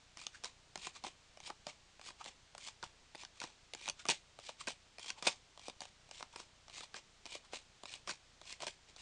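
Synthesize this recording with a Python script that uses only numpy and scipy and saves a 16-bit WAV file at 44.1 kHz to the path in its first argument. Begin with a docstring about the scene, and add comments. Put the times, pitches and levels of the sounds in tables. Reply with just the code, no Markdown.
"""A steady hiss with a faint electrical throb opens the scene; then a stack of cards is leafed through by hand,
close to a small camera in a quiet room. Each card ticks when gripped, swishes as it is drawn off, flicks free
and is tucked in behind the stack with a snap and a scrape. Friction is noise with a moving level, snaps are
impulses with a short ring, brushes are resonant noise swells and knocks are sums of decaying modes.
Filtered noise makes the hiss, and a train of small voltage dips makes the throb."""
import sys
import numpy as np
from scipy import signal
from scipy.fft import rfft, irfft
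from scipy.io import wavfile

SR = 44100
rng = np.random.default_rng(int(sys.argv[2]) if len(sys.argv) > 2 else 0)


def inscribe(sig):
    """Save sig as 16-bit PCM at rate SR to the path in sys.argv[1].

    A 1-D sig is mono; a 2-D sig holds one channel per row.
    Samples are clipped to [-1, 1] before scaling.
    """
    pcm = np.round(np.clip(np.atleast_2d(sig).T, -1, 1) * 32767)
    wavfile.write(sys.argv[1], SR, pcm.astype(np.int16))


N = 397341  # length [samples]

# Card levels in the tables and settings apply before the layer gains in scene() and the shared resonances.

# Spectrum of the microphone's hiss: (frequency [Hz], relative density [dB])
HISS_SPECTRUM = [(20, 9), (120, 5), (300, 0.5), (750, 1.5), (1500, -0.5), (3800, 0.5), (5500, -2),
                 (7000, -4), (8500, -9.5), (9700, -17), (11000, -37)]
# Resonances of the cavity before the microphone: (frequency [Hz], width [Hz], lift [dB])
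CAVITY_RESONANCES = [(2425, 31, 4.5), (8530, 143, 8.5)]
# Spectrum of coated-card friction: (frequency [Hz], relative density [dB])
FRICTION_SPECTRUM = [(900, -54), (1750, -9.5), (2300, 1.5), (3400, 2), (4600, 0), (6000, -2.5),
                     (7500, -3.5), (8600, -11.5), (9400, -16), (11000, -35)]
# Spectrum of a card edge cracking: (frequency [Hz], relative density [dB])
CRACK_SPECTRUM = [(60, -63), (300, -17.5), (1100, -26.5), (1700, -6), (2400, 2), (3500, 2), (4500, 3.5),
                  (6000, 0.5), (7500, -4), (8600, -12), (9400, -8.5), (11000, -25.5)]
# Broad response of a card held in the fingers: (frequency [Hz], relative density [dB])
BODY_SPECTRUM = [(40, -45), (150, -7.5), (350, -4), (700, -0.5), (1000, -0.5), (1600, -8.5), (2200, -13),
                 (4000, -38.5)]
# A card brushes along the fingers:
# (loudest time [s], friction hiss [dB], ring [dB], resonance [Hz], half length of ring swell [s])
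BRUSHES = [(0.352, -54, -53.5, 1520, 0.0063), (0.964, -52, -53.5, 1120, 0.0044),
           (1.503, -60, -43, 780, 0.0024), (2.213, -53.5, -44.5, 1060, 0.0032),
           (3.374, -62, -68, 1200, 0.004), (4.002, -51.5, -60, 1420, 0.012),
           (4.612, -47, -47, 1190, 0.0031), (5.187, -55.5, -58.5, 890, 0.014),
           (6.341, -60.5, -55, 865, 0.003), (6.838, -50.5, -53.5, 816, 0.0033),
           (7.454, -65, -67, 1040, 0.008), (8.536, -67, -52, 2080, 0.0024), (8.636, -51, -41, 684, 0.0037),
           (8.898, -62.5, -69, 430, 0.013)]
# A card knocks hard against the stack: (time [s], level over 1 ms [dB])
KNOCKS = [(3.898, -33), (4.091, -21.5), (4.100, -26), (4.675, -33), (5.270, -21), (5.281, -23),
          (8.669, -34)]
# Ring of the stack in the cupped hand: (frequency [Hz], relative level [dB], 60 dB decay time [s])
STACK_MODES = [(384, -32, 0.19), (700, -19, 0.04), (904, -5, 0.03), (2507, 4.5, 0.028), (2830, -6, 0.058),
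               (3420, -6, 0.061), (8170, -5.5, 0.034)]
# A finger lands on the top card: (time [s], edge crack over 1 ms [dB], card flex over 1 ms [dB])
GRIPS = [(0.172, -41.5, -47), (0.757, -35.5, -36), (1.373, -50, -46.5), (1.995, -53, -47.5),
         (2.550, -46, -41.5), (3.149, -48, -40.5), (3.736, -35.5, -42), (4.389, -48.5, -42),
         (4.984, -42.5, -45.5), (5.576, -48, -47), (6.091, -57, -53.5), (6.682, -50, -49.5),
         (7.256, -40.5, -46), (7.835, -43.5, -41), (8.415, -47.5, -47), (8.963, -46, -53)]
# A card comes unstuck and gathers speed: (start time [s], swell length [s], unstick crack over 1 ms [dB],
# swish at start [dB], swish at fastest [dB], card resonance [Hz])
PULLS = [(0.181, 0.06, -51, -58, -54.5, 1220), (0.776, 0.097, -42.5, -60, -47.5, 990),
         (1.403, 0.067, -45, -72, -49, 836), (2.014, 0.068, -46.5, -66, -50, 1150),
         (2.580, 0.100, -42.5, -61, -48.5, 1080), (3.154, 0.064, -43.5, -70.5, -51.5, 810),
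         (3.749, 0.12, -38.5, -64.5, -50.5, 795), (4.398, 0.096, -51, -65, -51.5, 700),
         (4.995, 0.099, -45, -57, -48, 940), (5.595, 0.086, -47, -64, -55.5, 810),
         (6.112, 0.089, -41, -65, -52, 810), (6.698, 0.090, -46.5, -64, -48.5, 1060),
         (7.263, 0.088, -41.5, -60.5, -49, 895), (7.856, 0.096, -40, -61, -50, 705),
         (8.431, 0.084, -65, -64, -47.5, 755), (8.969, 0.045, -55, -68, -54.5, 980)]
# The far edge flicks free of the thumb:
# (time [s], edge crack over 1 ms [dB], card flex over 1 ms [dB], flex frequency [Hz])
FLICKS = [(0.267, -30.5, -43.5, 1240), (0.870, -37.5, -34.5, 1040), (1.502, -43.5, -34, 810),
          (2.105, -48, -46, 970), (2.685, -48, -43.5, 1060), (3.234, -46, -43, 810),
          (3.879, -33.5, -34.5, 825), (4.492, -40.5, -36, 640), (5.103, -30, -40.5, 1550),
          (5.683, -40, -34.5, 540), (6.227, -39, -36, 890), (6.807, -42, -43, 1280),
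          (7.353, -39.5, -38, 580), (7.939, -37, -50, 840), (8.526, -37, -49, 1640)]
# A card snags on a neighbour's edge and slips free:
# (time [s], edge crack over 1 ms [dB], card flex over 1 ms [dB], flex frequency [Hz])
SNAGS = [(0.445, -32.5, -40, 1570), (1.047, -44, -33, 860), (1.067, -39.5, -39, 740),
         (2.088, -46, -44, 1110), (2.26, -42, -42, 840), (2.834, -58, -34.5, 960),
         (3.25, -40.5, -48.5, 1560), (3.416, -38, -35.5, 1450), (3.439, -38, -36, 1010),
         (3.858, -39.5, -51, 830), (3.887, -29, -36.5, 1410), (3.898, -28.5, -43, 850),
         (4.054, -39.5, -34, 1190), (4.065, -43, -46, 810), (4.091, -29, -27, 830), (4.1, -25.5, -45, 417),
         (4.119, -35, -35, 825), (4.676, -46, -31.5, 1590), (4.684, -33, -34, 970),
         (5.094, -38.5, -47.5, 960), (5.271, -24, -23, 700), (5.28, -35, -33.5, 1540),
         (5.698, -40.5, -45.5, 820), (5.818, -41.5, -40, 785), (5.854, -46, -48, 745),
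         (6.207, -57, -41, 710), (6.401, -44, -42.5, 640), (7.534, -43, -35, 740), (8.094, -35, -33, 1580),
         (8.622, -37, -43, 1250), (8.681, -41, -40.5, 1610)]
# A card meets the back of the stack and scrapes home: (contact time [s], swell length [s],
# crack over 1 ms [dB], flex over 1 ms [dB], scrape at fastest [dB], 60 dB fade time [s],
# card body against hiss [dB], card resonance [Hz])
TUCKS = [(0.438, 0.018, -39.5, -42.5, -47.5, 0.16, -6.5, 865),
         (1.039, 0.033, -39, -36.5, -48.5, 0.14, -6, 790), (1.668, 0.018, -37, -34.5, -48.5, 0.17, -8, 600),
         (2.243, 0.034, -43, -65, -51, 0.16, -7.5, 885), (2.828, 0.013, -40, -38, -51.5, 0.15, -8, 1490),
         (3.402, 0.034, -36, -62, -51, 0.25, -5.5, 865), (4.087, 0.017, -24, -28, -33, 0.15, -15, 690),
         (4.672, 0.022, -36, -38, -43, 0.14, -12, 700), (5.225, 0.04, -35.5, -36.5, -45, 0.22, -6.5, 1220),
         (5.268, 0.003, -30, -26, -32, 0.16, -9, 517), (5.806, 0.021, -37, -43, -51, 0.18, -8.5, 765),
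         (6.36, 0.044, -39.5, -39, -53.5, 0.2, -7.5, 950),
         (6.943, 0.024, -42, -38.5, -48.5, 0.14, -7, 1600), (7.524, 0.026, -58, -55, -45.5, 0.17, -10, 785),
         (8.075, 0.027, -37, -35.5, -43, 0.16, -8.5, 1090), (8.604, 0.03, -43, -44, -47, 0.12, -4, 724),
         (8.668, 0.011, -33.5, -35.5, -45.5, 0.16, -19, 600)]

# Background; the throb's width is the 1/e half-width of one dip
HISS_DB = -66.5
FRAME_HZ = 30
THROB_DB, THROB_WIDTH_S, THROB_DELAY_S = -63, 0.0022, 0.00072
ROOM_T60_S, ROOM_DB = 0.13, -16.5
CUTOFF_HZ = 10900
# Friction strokes: swell rise, fade and body level against hiss
PULL_FADE_T60_S, PULL_BODY_DB = 0.14, -15.5
TUCK_SWELL_DB = 10
BRUSH_SWELL_S, BRUSH_SWELL_DB, BRUSH_FADE_T60_S, BRUSH_BODY_DB = 0.031, 18.5, 0.11, -13
# Just before it meets the stack a card slides over the fingers; level is against its scrape
APPROACH_S, APPROACH_DB, APPROACH_SWELL_DB, APPROACH_FADE_T60_S = 0.016, -17.5, 7.5, 0.045
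# Edge snaps; the unstick flex is against its crack
GRIP_FLEX_HZ, GRIP_FLEX_T60_S, UNSTICK_FLEX_DB = 650, 0.015, -4
FLICK_FLEX_T60_S, SNAG_FLEX_T60_S, TUCK_FLEX_T60_S = 0.02, 0.016, 0.028
# A sliding edge stutters at chance moments; cracks are against the friction hiss, flex against the crack
STUTTERS_PER_PULL, STUTTERS_PER_TUCK = 4, 2
PULL_STUTTER_DB, TUCK_STUTTER_DB, STUTTER_FLEX_DB, STUTTER_SPREAD_DB = 2.5, 1.5, -4.5, 3.5
STUTTER_FLEX_T60_S, STUTTER_SPREAD_OCTAVES, STUTTER_OVERRUN_S = 0.014, 0.28, 0.014


def from_db(db):
    """Logarithmic level: 20 dB is a factor of ten in amplitude."""
    return 10 ** (np.asarray(db) / 20)


def rms_one(x):
    """Mean power: scale a sound to rms 1."""
    return x / np.sqrt(np.mean(x ** 2) + 1e-20)


def unit_pulse(x):
    """Pulse energy: scale to that of one millisecond at rms 1."""
    return x * np.sqrt(SR / 1000 / (np.sum(x ** 2) + 1e-20))


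def colour(x, spectrum, ripple_db=0.0, size=2048):
    """Minimum-phase filtering: a causal spectrum; ripple adds chance resonances, as each grip bends a card."""
    hz = np.maximum(np.arange(size // 2 + 1) * SR / size, 1)
    points, levels = np.transpose(spectrum)
    bump_places = np.linspace(0, np.sqrt(hz[-1]), num=75)
    bumps = np.interp(np.sqrt(hz), bump_places, rng.standard_normal(size=75))
    response_db = np.interp(np.log(hz), np.log(points), levels) + ripple_db * bumps
    # folding the cepstrum onto positive time makes the filter causal
    cepstrum = irfft(np.log(from_db(response_db)))
    cepstrum[1:size // 2] *= 2
    cepstrum[size // 2 + 1:] = 0
    impulse_response = irfft(np.exp(rfft(cepstrum)))
    return signal.fftconvolve(x, impulse_response)[:len(x)]


def resonate(x, hz, width_hz):
    """Simple resonance: a damped pole pair with gain 1 at its peak."""
    r = np.exp(-np.pi * width_hz / SR)
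    feedforward = np.array([1, 0, -1]) * (1 - r * r) / 2
    feedback = [1, -2 * r * np.cos(2 * np.pi * hz / SR), r * r]
    return signal.lfilter(feedforward, feedback, x)


def add(out, s, sound):
    """Superposition: mix a sound in at a time in seconds."""
    at = max(round(s * SR), 0)
    out[at:at + len(sound)] += sound[:max(N - at, 0)]


def grains(count, per_s, spread_db):
    """Stick-slip of paper fibres: random clicks of uneven size, scaled to rms 1."""
    sizes = from_db(spread_db * np.minimum(rng.exponential(1, count), 3.5))
    occurs = rng.random(count) < per_s / SR
    return rms_one(occurs * sizes * rng.choice([-1, 1], count))


def camera_noise(uneven_db=3.0):
    """Electrical noise: microphone hiss, and a small dip of the supply at each frame readout."""
    frames = (np.arange(N) / SR - THROB_DELAY_S) * FRAME_HZ + .5
    frame_depths = from_db(THROB_DB + uneven_db * rng.standard_normal(int(frames[-1]) + 2))
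    depth = frame_depths[frames.astype(int)]
    from_centre_s = (frames % 1 - .5) / FRAME_HZ
    dips = depth * np.exp(-(from_centre_s / THROB_WIDTH_S) ** 2)
    hiss = from_db(HISS_DB) * rms_one(colour(rng.standard_normal(N), HISS_SPECTRUM))
    return hiss + dips.mean() - dips


def room(x, first_echo_s=0.0013, wall_cut_hz=7000, size=16384):
    """Reverberation: a small furnished room returns a short, slightly dull, exponentially decaying tail."""
    t = np.arange(size) / SR
    decay = np.exp(-np.log(1000) * t / ROOM_T60_S)
    tail = rng.standard_normal(size) * decay * (t > first_echo_s)
    tail = signal.sosfilt(signal.butter(1, wall_cut_hz, fs=SR, output="sos"), tail)
    return signal.fftconvolve(x, tail / np.sqrt(np.sum(tail ** 2)))[:N]


def knocks(spread_db=0.5, size=6000):
    """Modal superposition: a hard knock rings the whole stack, each mode with a strength of its own."""
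    out, t = np.zeros(N), np.arange(size) / SR
    hz, mode_db, t60 = np.transpose(STACK_MODES)[:, :, None]
    for s, level_db in KNOCKS:
        strength = from_db(mode_db + spread_db * rng.standard_normal(hz.shape))
        strength = strength * rng.choice([-1, 1], hz.shape)
        modes = strength * np.sin(2 * np.pi * hz * t) * np.exp(-np.log(1000) * t / t60)
        add(out, s, from_db(level_db) * unit_pulse(modes.sum(axis=0)))
    return out


def brushes(width_hz=450, size=4096):
    """Resonant noise: a soft graze has no crack; it swells and fades in one resonance of the card."""
    out, t = np.zeros(N), (np.arange(size) - size // 2) / SR
    for s, _, level_db, hz, half_length in BRUSHES:
        swell = 1 / (1 + (t / half_length) ** 2)
        rub = resonate(rng.standard_normal(size), hz, width_hz)
        rub = swell * resonate(rub, hz, width_hz)
        add(out, s + t[0], from_db(level_db) * rms_one(rub) * np.sqrt(np.mean(swell ** 2)))
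    return out


def strokes():
    """Kinematics of sliding: pulls, tucks and light grazes, each stroke rising to its fastest moment."""
    # rows: (start [s], fastest [s], hiss at start [dB], at fastest [dB], fade t60 [s], body [dB], resonance [Hz])
    pulls, tucks, grazes = [], [], []
    for s, swell, _, start_db, top_db, hz in PULLS:
        pulls.append((s, s + swell, start_db, top_db, PULL_FADE_T60_S, PULL_BODY_DB, hz))
    for s, swell, _, _, top_db, fade, body_db, hz in TUCKS:
        tucks.append((s, s + swell, top_db - TUCK_SWELL_DB, top_db, fade, body_db, hz))
        near_db = top_db + APPROACH_DB
        start_db = near_db - APPROACH_SWELL_DB
        grazes.append((s - APPROACH_S, s, start_db, near_db, APPROACH_FADE_T60_S, body_db, hz))
    for s, top_db, _, hz, _ in BRUSHES:
        start_db = top_db - BRUSH_SWELL_DB
        grazes.append((s - BRUSH_SWELL_S, s, start_db, top_db, BRUSH_FADE_T60_S, BRUSH_BODY_DB, hz))
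    return pulls, tucks, grazes


def stutters(moves, above_db, count):
    """Stick-slip: small snaps scattered along each stroke follow the strength of its friction."""
    rows = []
    for start, fastest, start_db, top_db, fade, _, card_hz in moves:
        span = fastest + STUTTER_OVERRUN_S - start
        times = start + span * (np.arange(count) + rng.random(count)) / count
        friction_db = np.interp(times, [start, fastest, fastest + fade], [start_db, top_db, top_db - 60])
        levels = friction_db + above_db + STUTTER_SPREAD_DB * rng.standard_normal(count)
        pitches = card_hz * 2 ** (STUTTER_SPREAD_OCTAVES * rng.standard_normal(count))
        for s, db, hz in zip(times, levels, pitches):
            rows.append((s, db, db + STUTTER_FLEX_DB, hz, STUTTER_FLEX_T60_S))
    return rows


def edge_snaps():
    """Elastic release: a card ticks when gripped, comes unstuck, flicks free, may snag, and meets the stack."""
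    # rows: (time [s], crack [dB], flex [dB], flex frequency [Hz], flex t60 [s])
    rows = [(*grip, GRIP_FLEX_HZ, GRIP_FLEX_T60_S) for grip in GRIPS]
    for s, _, crack_db, _, _, hz in PULLS:
        rows.append((s, crack_db, crack_db + UNSTICK_FLEX_DB, hz, GRIP_FLEX_T60_S))
    rows += [(*flick, FLICK_FLEX_T60_S) for flick in FLICKS]
    rows += [(*snag, SNAG_FLEX_T60_S) for snag in SNAGS]
    for s, _, crack_db, flex_db, _, _, _, hz in TUCKS:
        rows.append((s, crack_db, flex_db, hz, TUCK_FLEX_T60_S))
    pulls, tucks, _ = strokes()
    rows += stutters(pulls, PULL_STUTTER_DB, count=STUTTERS_PER_PULL)
    return rows + stutters(tucks, TUCK_STUTTER_DB, count=STUTTERS_PER_TUCK)


def snaps(chatter_db=3.5, chatter_s=.0012, creep_s=0.0003, rattle_db=-19.5, rattle_s=0.0041,
          ripple_db=3.0, thud_db=0.0, size=3000):
    """Impulsive excitation: an edge creeps, cracks loose and rattles; the bent card rings for a few cycles."""
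    out, lead = np.zeros(N), size // 20
    t = (np.arange(size) - lead) / SR
    after = np.maximum(t, 0)
    release = signal.unit_impulse(size, lead)
    for s, crack_db, flex_db, flex_hz, t60 in edge_snaps():
        chatter_envelope = np.exp(np.minimum(t / creep_s, -t / chatter_s))
        chatter = from_db(chatter_db) * rng.standard_normal(size) * chatter_envelope
        rattle_envelope = np.exp(-after / rattle_s) * (t > 0)
        rattle = from_db(rattle_db) * grains(size, per_s=1000, spread_db=-3.0) * rattle_envelope
        crack = unit_pulse(colour(release + chatter + rattle, CRACK_SPECTRUM, ripple_db))
        # the flex needs a moment to build up, then dies in the grip of the fingers
        settling = (1 - np.exp(-after / creep_s)) * np.exp(-np.log(1000) * after / t60)
        # a free card radiates no bass, hence the derivative
        ring = unit_pulse(np.gradient(np.sin(2 * np.pi * flex_hz * t) * settling))
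        thud = unit_pulse(colour(rng.standard_normal(size) * settling, BODY_SPECTRUM, ripple_db))
        flex = unit_pulse(ring + from_db(thud_db) * thud)
        add(out, s + t[0], from_db(flex_db) * flex - from_db(crack_db) * crack)
    return out


def slides(catch_share=0.28, catch_db=1.0, ripple_db=2.0, judder_db=3.0, judder_hz=260, broad_db=7.0):
    """Dry friction: hiss swells with speed and fades as a card stops; the same slips shake the card's body."""
    out = np.zeros(N)
    for start, fastest, start_db, top_db, fade, body_db, card_hz in np.vstack(strokes()):
        rise = max(fastest - start, .002)
        t = np.arange(int((rise + fade) * SR)) / SR
        level_db = np.interp(t, [0, rise, rise + fade], [start_db, top_db, top_db - 60])
        # the faces rub smoothly while the edges catch now and then; shares are of power
        rub = rng.standard_normal(SR)
        catches = grains(SR, per_s=450, spread_db=catch_db)
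        slips = (np.sqrt(1 - catch_share) * rub + np.sqrt(catch_share) * catches)[:len(t)]
        # the fingers do not pull evenly
        judder = np.interp(t * judder_hz, np.arange(256), rng.standard_normal(size=256))
        slips = slips * from_db(judder_db * judder)
        hiss = rms_one(colour(slips, FRICTION_SPECTRUM, ripple_db))
        body = colour(slips, BODY_SPECTRUM, ripple_db)
        body = rms_one(resonate(body, card_hz, width_hz=320) + from_db(broad_db) * body)
        add(out, start, from_db(level_db) * (hiss + from_db(body_db) * body))
    return out


def scene(slide_db=-0.73, snap_db=-0.36, knock_db=-1.5):
    """Superposition: cards and their room pass the microphone cavity, over the camera's own noise."""
    cards = from_db(slide_db) * slides() + from_db(snap_db) * snaps()
    cards = cards + brushes() + from_db(knock_db) * knocks()
    heard = cards + from_db(ROOM_DB) * room(cards)
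    for hz, width_hz, lift_db in CAVITY_RESONANCES:
        heard = heard + (from_db(lift_db) - 1) * resonate(heard, hz, width_hz)
    return (heard + camera_noise())[None]


def record(dry):
    """Band limiting: an elliptic low-pass cuts the top steeply."""
    return signal.sosfilt(signal.ellip(10, .3, 70, CUTOFF_HZ, fs=SR, output="sos"), dry)


dry = scene()
out = record(dry)
inscribe(out)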